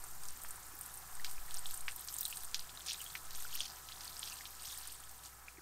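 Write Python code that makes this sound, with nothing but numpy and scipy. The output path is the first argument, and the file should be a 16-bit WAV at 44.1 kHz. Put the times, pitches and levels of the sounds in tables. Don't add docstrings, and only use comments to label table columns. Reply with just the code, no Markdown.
import sys
import numpy as np
from scipy import signal
from scipy.fft import rfft, irfft, next_fast_len
from scipy.io import wavfile
from scipy.ndimage import uniform_filter1d, map_coordinates

SR = 44100
rng = np.random.default_rng(int(sys.argv[2]) if len(sys.argv) > 2 else 0)


def master_out(mix):
    frames = np.transpose(np.atleast_2d(mix))
    ceiling = np.clip(frames, -1, 1)
    pcm = np.round(ceiling * 32767).astype(np.int16)
    wavfile.write(sys.argv[1], SR, pcm)


def rack_gain(trim_db):
    fader = np.asarray(trim_db, float)
    return 10 ** (fader / 20)


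N = 247401
RINSE_S = 5.0


def unit(x):
    return x / np.sqrt(np.mean(x ** 2) + 1e-20)


def shaped(x, points, modes=()):
    size = next_fast_len(N + 8192)
    hz = np.fft.rfftfreq(size, 1 / SR)
    point_hz, point_db = np.transpose(points)
    gain_db = np.interp(np.log(hz + 1), np.log(point_hz), point_db, left=-120, right=-120)
    for centre_hz, width_hz, peak_db in modes:
        gain_db += peak_db / (1 + ((hz - centre_hz) / width_hz) ** 2)
    return irfft(rfft(x, size) * rack_gain(gain_db), size)[..., :N]


def coloured(x, points, modes=()):
    return unit(shaped(x, points, modes))


def wobble(rate_hz):
    knots = rng.standard_normal(int(N * 60 / SR) + 4)
    return map_coordinates(knots, [np.arange(N) * rate_hz / SR])


def patchy(depth_db):
    z = signal.stft(rng.standard_normal(N), nperseg=256)[2]
    field = uniform_filter1d(rng.standard_normal(z.shape), size=8, axis=0)
    field = uniform_filter1d(field, size=4, axis=1)
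    return signal.istft(z * rack_gain(depth_db * unit(field)), nperseg=256)[1][:N]


def bursts(rows, glide, size):
    _, peak_db, pitch_hz, cycles = (column[:, None] for column in np.transpose(rows)[:4])
    lives = np.arange(size) / SR * pitch_hz / np.maximum(cycles, .5)
    envelope = (np.e * 2.1 * lives * np.exp(-2.1 * lives)) ** 2
    return rack_gain(peak_db) * envelope * np.sin(2 * np.pi * cycles * lives * (1 + glide * lives))


def laid(rows, waves):
    start = np.round(np.asarray(rows)[:, :1] * SR).astype(int)
    at = start + np.arange(waves.shape[1])
    return np.bincount(at.ravel(), waves.ravel(), N + SR)[:N]


def stream_db():
    cupped_s, cupped_db_per_s = 4.2, 3
    return -59 - cupped_db_per_s * np.maximum(np.arange(N) / SR - cupped_s, 0)


# hz, level_db [dB per Hz]
STREAM_SPECTRUM = [(320, -46), (550, -13.5), (772, -2), (852, -2), (1300, 1), (2990, -12.5), (8600, -4.5),
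                   (10500, -9.5), (13700, -7), (16000, -11)]
# pitch_hz, width_hz, gain_db
SPOUT_MODES = [(760, 35, 5.5), (993, 14, 6), (1298, 11.4, 7), (1640, 18, -1), (1710, 37, 4.5)]


def tap():
    muffle_db_per_s = 0.5
    level_db = stream_db() + 4.0 + 0.63 * wobble(4.42)
    stream = rack_gain(level_db) * coloured(patchy(1.8), STREAM_SPECTRUM, SPOUT_MODES)
    hiss = shaped(stream, [(2000, -30), (4000, 0), (20000, 0)])
    muffle = rack_gain(-muffle_db_per_s * np.maximum(np.arange(N) / SR - RINSE_S, 0))
    return stream - hiss * (1 - muffle)


# pitch_hz, level_db [rms]
FAN_TONES = [(59.2, -66), (500.6, -82.5)]
# hz, level_db [dB per Hz]
RUMBLE_SPECTRUM = [(28, 8), (45, -26), (80, -3), (100, -1), (165, -2), (195, -15.5), (250, -6.5),
                   (290, -13.5), (350, -7), (530, -13.5), (800, -14.5)]
# centre_s, half_length_s, sway_db
ARM_SWAYS = [
    (0.257, 0.37, -41.5),
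    (1.55, 0.39, -38),
    (2.474, 0.2, -44.5),
    (3.472, 0.19, -39),
    (5.024, 0.37, -82),
]


def room():
    t = np.arange(N) / SR
    hum = np.zeros(N)
    for pitch_hz, level_db in FAN_TONES:
        level = np.sqrt(2) * rack_gain(level_db + 0.21 * wobble(3.9))
        hum += level * np.sin(2 * np.pi * pitch_hz * t + 0.16 * wobble(0.63))
    rumble = rack_gain(stream_db() - 8.0) * coloured(rng.standard_normal(N), RUMBLE_SPECTRUM)
    sway_spectrum = [(1.2, -5), (2.5, -4.5), (6, -14.5), (14, -36.0), (24, -71)]
    sway = coloured(rng.standard_normal(N), sway_spectrum)
    moving = rack_gain(-61.5)
    for centre_s, half_s, level_db in ARM_SWAYS:
        moving = moving + rack_gain(level_db) * np.exp(-((t - centre_s) / half_s) ** 4)
    return hum + rumble + moving * sway * np.minimum(t / 0.0095, 1)


# squelch_db, fizz_db
IDLE_FOAM_DB = [-63, -57.5]
# peak_s, rise_s, fall_s, squelch_db, fizz_db
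PALM_STROKES = [(.3, 0.11, .15, -62.5, -55.5), (0.871, .06, 0.13, -66.5, -58.5), (1.3, 0.04, .1, -64, -54),
                (1.558, 0.076, .08, -58.5, -56.5), (1.718, 0.089, .1, -58, -51),
                (1.999, 0.1, .06, -60, -56), (2.249, 0.15, .16, -58, -49), (2.895, .045, 0.065, -47.5, -52),
                (3.048, 0.092, .15, -56.5, -51), (3.4, .08, 0.2, -55, -52), (3.598, 0.088, .15, -50, -54),
                (4.05, .08, .12, -56.5, -55), (4.26, .12, .15, -52, -53), (4.68, .08, 0.12, -53, -51),
                (4.86, 0.091, .09, -55, -58), (4.528, .1, .08, -60.5, -60), (5.255, 0.033, .04, -61, -55.5)]


def work():
    t = np.arange(0, N, 32) / SR
    rinse_db_per_s, thick_s = 30, 2.9
    build_db_per_s = [3.5, 0]
    level = rack_gain(IDLE_FOAM_DB)[:, None] * rack_gain(-rinse_db_per_s * np.maximum(t - RINSE_S, 0))
    level = level * rack_gain(-np.outer(build_db_per_s, np.maximum(thick_s - t, 0)))
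    for peak_s, rise_s, fall_s, *stroke_db in PALM_STROKES:
        swell = np.exp(-((t - peak_s) / np.where(t < peak_s, rise_s, fall_s)) ** 2)
        level = np.hypot(level, rack_gain(stroke_db)[:, None] * swell)
    return np.array([np.interp(np.arange(N) / SR, t, row) for row in level])


def crackle(count, hz, spread, cycles, steep_db):
    pick = rng.random((count, 3))
    start_s = pick[:, 0] * N / SR
    peak_db = -steep_db * np.log(pick[:, 1] + .016)
    pitch_hz = np.clip(hz * np.exp(spread * rng.standard_normal(count)), 1500, SR / 3)
    rows = np.column_stack([start_s, peak_db, pitch_hz, cycles * (.5 + 1.5 * pick[:, 2])])
    return unit(laid(rows, bursts(rows, glide=0.18, size=256)))


# hz, level_db [dB per Hz]
SQUELCH_SPECTRUM = [(1600, -8), (2300, -8.5), (3000, -3.5), (5000, -1.5), (7000, -2.5), (9000, -69),
                    (12000, -22)]
# hz, level_db [dB per Hz]
FIZZ_SPECTRUM = [(2000, -65), (4000, -19), (6500, -11), (8600, -3), (10300, -11.5), (13600, -5.5),
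                 (15200, -12), (16300, -60)]


def lather():
    wet, fine = np.hypot(work(), spray())
    clump = wobble(35)
    squelch = crackle(count=4500, hz=4200, spread=.4, cycles=5, steep_db=3.3) + .75 * patchy(4.2)
    fizz = 0.56 * crackle(count=5000, hz=10000, spread=0.392, cycles=3.6, steep_db=6.5)
    fizz += 0.65 * patchy(3.6)
    squelch_db = 1.6 * clump + wobble(11) - 0.5
    fizz_db = 0.27 * clump + 1.4 * wobble(15.0) - 0.5
    squelch = wet * rack_gain(squelch_db) * coloured(squelch, SQUELCH_SPECTRUM)
    return squelch + fine * rack_gain(fizz_db) * coloured(fizz, FIZZ_SPECTRUM)


def lesser(count, effort, over_db, hz, spread):
    pick = rng.random((count, 3))
    share = np.cumsum(effort) / effort.sum()
    at = np.searchsorted(share, (np.arange(count) + pick[:, 0]) / count)
    at = np.minimum(at, N - 1)
    peak_db = 20 * np.log10(effort[at]) + over_db - 8 * pick[:, 1]
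    pitch_hz = np.clip(hz * np.exp(spread * (2 * pick[:, 2] - 1)), 1500, SR / 3)
    return np.column_stack([at / SR, peak_db, pitch_hz])


# delay_s, spread_s, level_db
WALL_ECHOES = [(.0042, .0006, -23), (.0087, .001, -29)]


def basin(waves, palm, echo_db, tail_db, t60_s):
    size = 3072
    t = np.arange(size) / SR
    swell = rack_gain(tail_db - 60 * t / t60_s) * np.minimum(t / 0.00027, 1)
    for delay_s, spread_s, wall_db in WALL_ECHOES:
        swell = swell + rack_gain(echo_db + wall_db) * np.exp(-((t - delay_s) / spread_s) ** 2)
    answer = swell * rng.standard_normal((len(waves), size))
    answer[:, 0] = 1
    answer[:, round(.00122 * SR)] += palm
    return signal.fftconvolve(waves, answer, axes=1)


# start_s, peak_db, pitch_hz
SMALL_FILMS = [(0.0405, -28, 8000), (0.2349, -29.5, 9000), (0.286, -27.5, 8500), (0.418, -31, 8950),
               (0.5082, -22.5, 9200), (0.559, -31, 9150), (0.8113, -22, 10500), (0.8325, -32, 8150),
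               (0.8615, -27, 10700), (0.9402, -28, 10000), (0.973, -29, 9050), (1.1526, -28.5, 8850),
               (1.3122, -25.5, 10100), (1.5432, -23.5, 8500), (1.5923, -26.5, 8700), (1.6662, -25.5, 9220),
               (1.7414, -23.5, 8300), (1.7751, -26, 8500), (1.808, -28, 8600), (2.253, -19.5, 7750),
               (2.302, -28, 7870), (2.3714, -24, 8300), (2.4473, -25, 8550), (2.8669, -26, 7440),
               (2.9312, -24, 8950), (3.3567, -28.5, 8200), (3.6036, -27, 8800), (4.1935, -25, 7950),
               (4.874, -24, 9500), (4.923, -27.5, 9500),
               (0.4357, -25, 11900), (1.33, -32, 12900), (1.962, -22, 11900), (1.9974, -31, 13200),
              (2.0093, -26, 12300), (2.048, -28.5, 13000), (2.1262, -26, 11400), (2.1442, -26, 12140),
              (2.1855, -20, 13300), (2.2094, -13.5, 13600), (2.232, -20.5, 13600), (2.2807, -24, 13800),
              (2.259, -20, 13600), (2.3082, -24, 13600), (2.358, -28, 13600), (2.4349, -25, 12000),
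              (0.488, -30, 13000), (0.7532, -30, 13600), (0.7896, -28, 12000), (3.0425, -28, 13700),
              (3.554, -18.5, 12500), (4.784, -27, 13700), (4.835, -41, 13000), (4.9501, -35, 9500),
              (5.002, -34, 8050), (5.04, -36, 7000), (5.094, -33, 6900), (5.259, -32, 7000),
              (5.272, -36, 7500), (5.113, -32, 12400)]
# pitch_hz, width_hz, gain_db
PORT_MODES = [(8620, 500, 9), (13600, 1000, 2.5), (10200, 350, -2.5)]


def ticks():
    fizz = work()[1]
    rows = np.vstack([SMALL_FILMS,
                      lesser(count=80, effort=fizz, over_db=6.5, hz=9500, spread=0.27),
                      lesser(count=8, effort=fizz, over_db=26, hz=13000, spread=0.053)])
    rows = np.column_stack([rows, np.full(len(rows), 1.8)])
    snaps = rack_gain(-5.5) * bursts(rows, glide=0.0094, size=64)
    answered = laid(rows, basin(snaps, .4, echo_db=1, tail_db=-23, t60_s=.022))
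    return shaped(answered, [(1500, -18), (5000, -2.0), (20000, 5.0)], PORT_MODES)


# start_s, peak_db, pitch_hz, cycles, palm_gain
LARGE_FILMS = [(0.2358, -33, 5970, 0.72, 0.96), (0.2854, -33, 5960, 4.3, 1), (1.246, -19.5, 4270, 0.76, 1),
               (1.295, -34, 5660, 1.5, 0.63), (1.543, -36, 6260, 3.3, 0.98), (1.5704, -29, 5400, 3.4, 0.31),
               (1.8817, -19, 2320, 1.33, 0.14), (2.0853, -23.5, 5700, 1.4, 0.62),
               (2.185, -27, 7060, 4.5, 1), (2.212, -34, 5670, 5.6, 0.72), (2.371, -33, 4330, 2.4, 0.45),
               (2.5445, -15.5, 4630, 1.17, 1), (2.5937, -28.5, 5100, 2.1, 0.96),
               (2.8626, -27, 5530, 0.87, 1), (2.8842, -24.5, 4860, 1.1, 0.29),
               (2.895, -24.5, 4300, 1.3, 0.45), (2.9332, -26, 6100, 1.5, 0.56),
               (3.153, -24, 2160, 1.6, 0.091), (3.349, -31, 5870, 1.5, 0.95),
               (4.008, -31.5, 5290, 3.7, 0.38), (4.2757, -29.5, 4300, 1.7, 0.95),
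               (4.455, -27.5, 3600, 1.5, 0.18), (4.654, -37, 6100, 1.9, 0.47),
               (3.3077, -31, 5200, 1.5, 0.38)]
# start_s, peak_db, pitch_hz, cycles
AIR_POCKETS = [(0.448, -32.5, 1420, 0.93), (1.197, -39.5, 1920, 6.3), (1.381, -43.5, 2500, 3.7),
               (1.5096, -32.5, 3600, 2.4), (1.6577, -27.5, 3570, 4.1), (1.7095, -32, 3850, 1.8),
               (1.806, -42, 4200, 3.7), (2.2298, -35, 3760, 7.2), (2.253, -25.5, 3860, 6.6),
               (2.3268, -30, 2800, 3.8), (2.4354, -42, 3870, 5.6), (2.6942, -34.5, 3400, 1.5),
               (2.7736, -35.5, 3800, 7.7), (2.8065, -36, 3520, 3.8), (2.909, -28.5, 3000, 3.7),
               (3.0041, -38, 2950, 8.5), (3.0634, -37.5, 3200, 8.5), (3.449, -37.5, 1440, 6.2),
               (3.559, -34.5, 2920, 6.4), (3.6051, -21, 3180, 5.1), (3.655, -37, 3180, 4.6),
               (3.7, -38, 4620, 4.3), (3.888, -34.5, 3330, 2.3), (3.921, -32.5, 3670, 3.5),
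               (4.078, -33, 4430, 5.1), (4.1672, -31.5, 5100, 3.7), (4.2305, -25, 3430, 2.8),
               (4.327, -38.5, 2700, 8.9), (4.4084, -38, 2000, 4.3), (5.4827, -35, 2360, 4.2)]


def pops():
    squelch = work()[0]
    chance = lesser(count=36, effort=squelch, over_db=18, hz=5200, spread=0.1)
    chance = np.column_stack([chance, np.full(36, 2.7)])
    rows = np.vstack([np.array(LARGE_FILMS)[:, :4], AIR_POCKETS, chance])
    palm = np.append(np.transpose(LARGE_FILMS)[4], np.full(len(rows) - len(LARGE_FILMS), 0.22))
    waves = rack_gain(.5) * bursts(rows, glide=0.0067, size=256)
    ring_db = -10 * np.log10(np.maximum(rows[:, 3:], 1))
    answered = basin(waves, palm, echo_db=ring_db - 6, tail_db=ring_db - 29.5, t60_s=.08)
    return shaped(laid(rows, answered), [(300, -56), (900, -3), (1500, -3.0), (20000, -3.0)])


def spray():
    decay_s, under_peak_db = 0.017, [-23.5, -31.5]
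    rows = np.array([row[:2] for row in LARGE_FILMS + AIR_POCKETS])
    dying = rack_gain(rows[:, 1:]) * np.exp(-np.arange(4096) / SR / decay_s)
    return rack_gain(under_peak_db)[:, None] * laid(rows, dying)


# start_s, peak_db, pitch_hz, cycles
SOFT_BUMPS = [
    (0.44, -54, 650, 3.8),
    (0.735, -56.5, 314, 3.2),
    (1.375, -36, 13, 0.61),
    (3.61, -52, 660, 4.1),
    (5.572, -51.5, 2250, 5.5),
    (5.583, -53, 2000, 5.5),
    (5.581, -51.5, 330, 3.4),
]


def knocks():
    return laid(SOFT_BUMPS, bursts(SOFT_BUMPS, glide=0.018, size=16384))


def scene():
    return (tap() + room() + lather() + ticks() + pops() + knocks())[None]


def top_cut(x):
    return signal.sosfilt(signal.butter(12, 16040, fs=SR, output="sos"), x)


def record(dry):
    top_hz = 15750
    kept = shaped(dry, [(.5, 0), (top_hz, 0)])
    return top_cut(kept)


dry = scene()
out = record(dry)
master_out(out)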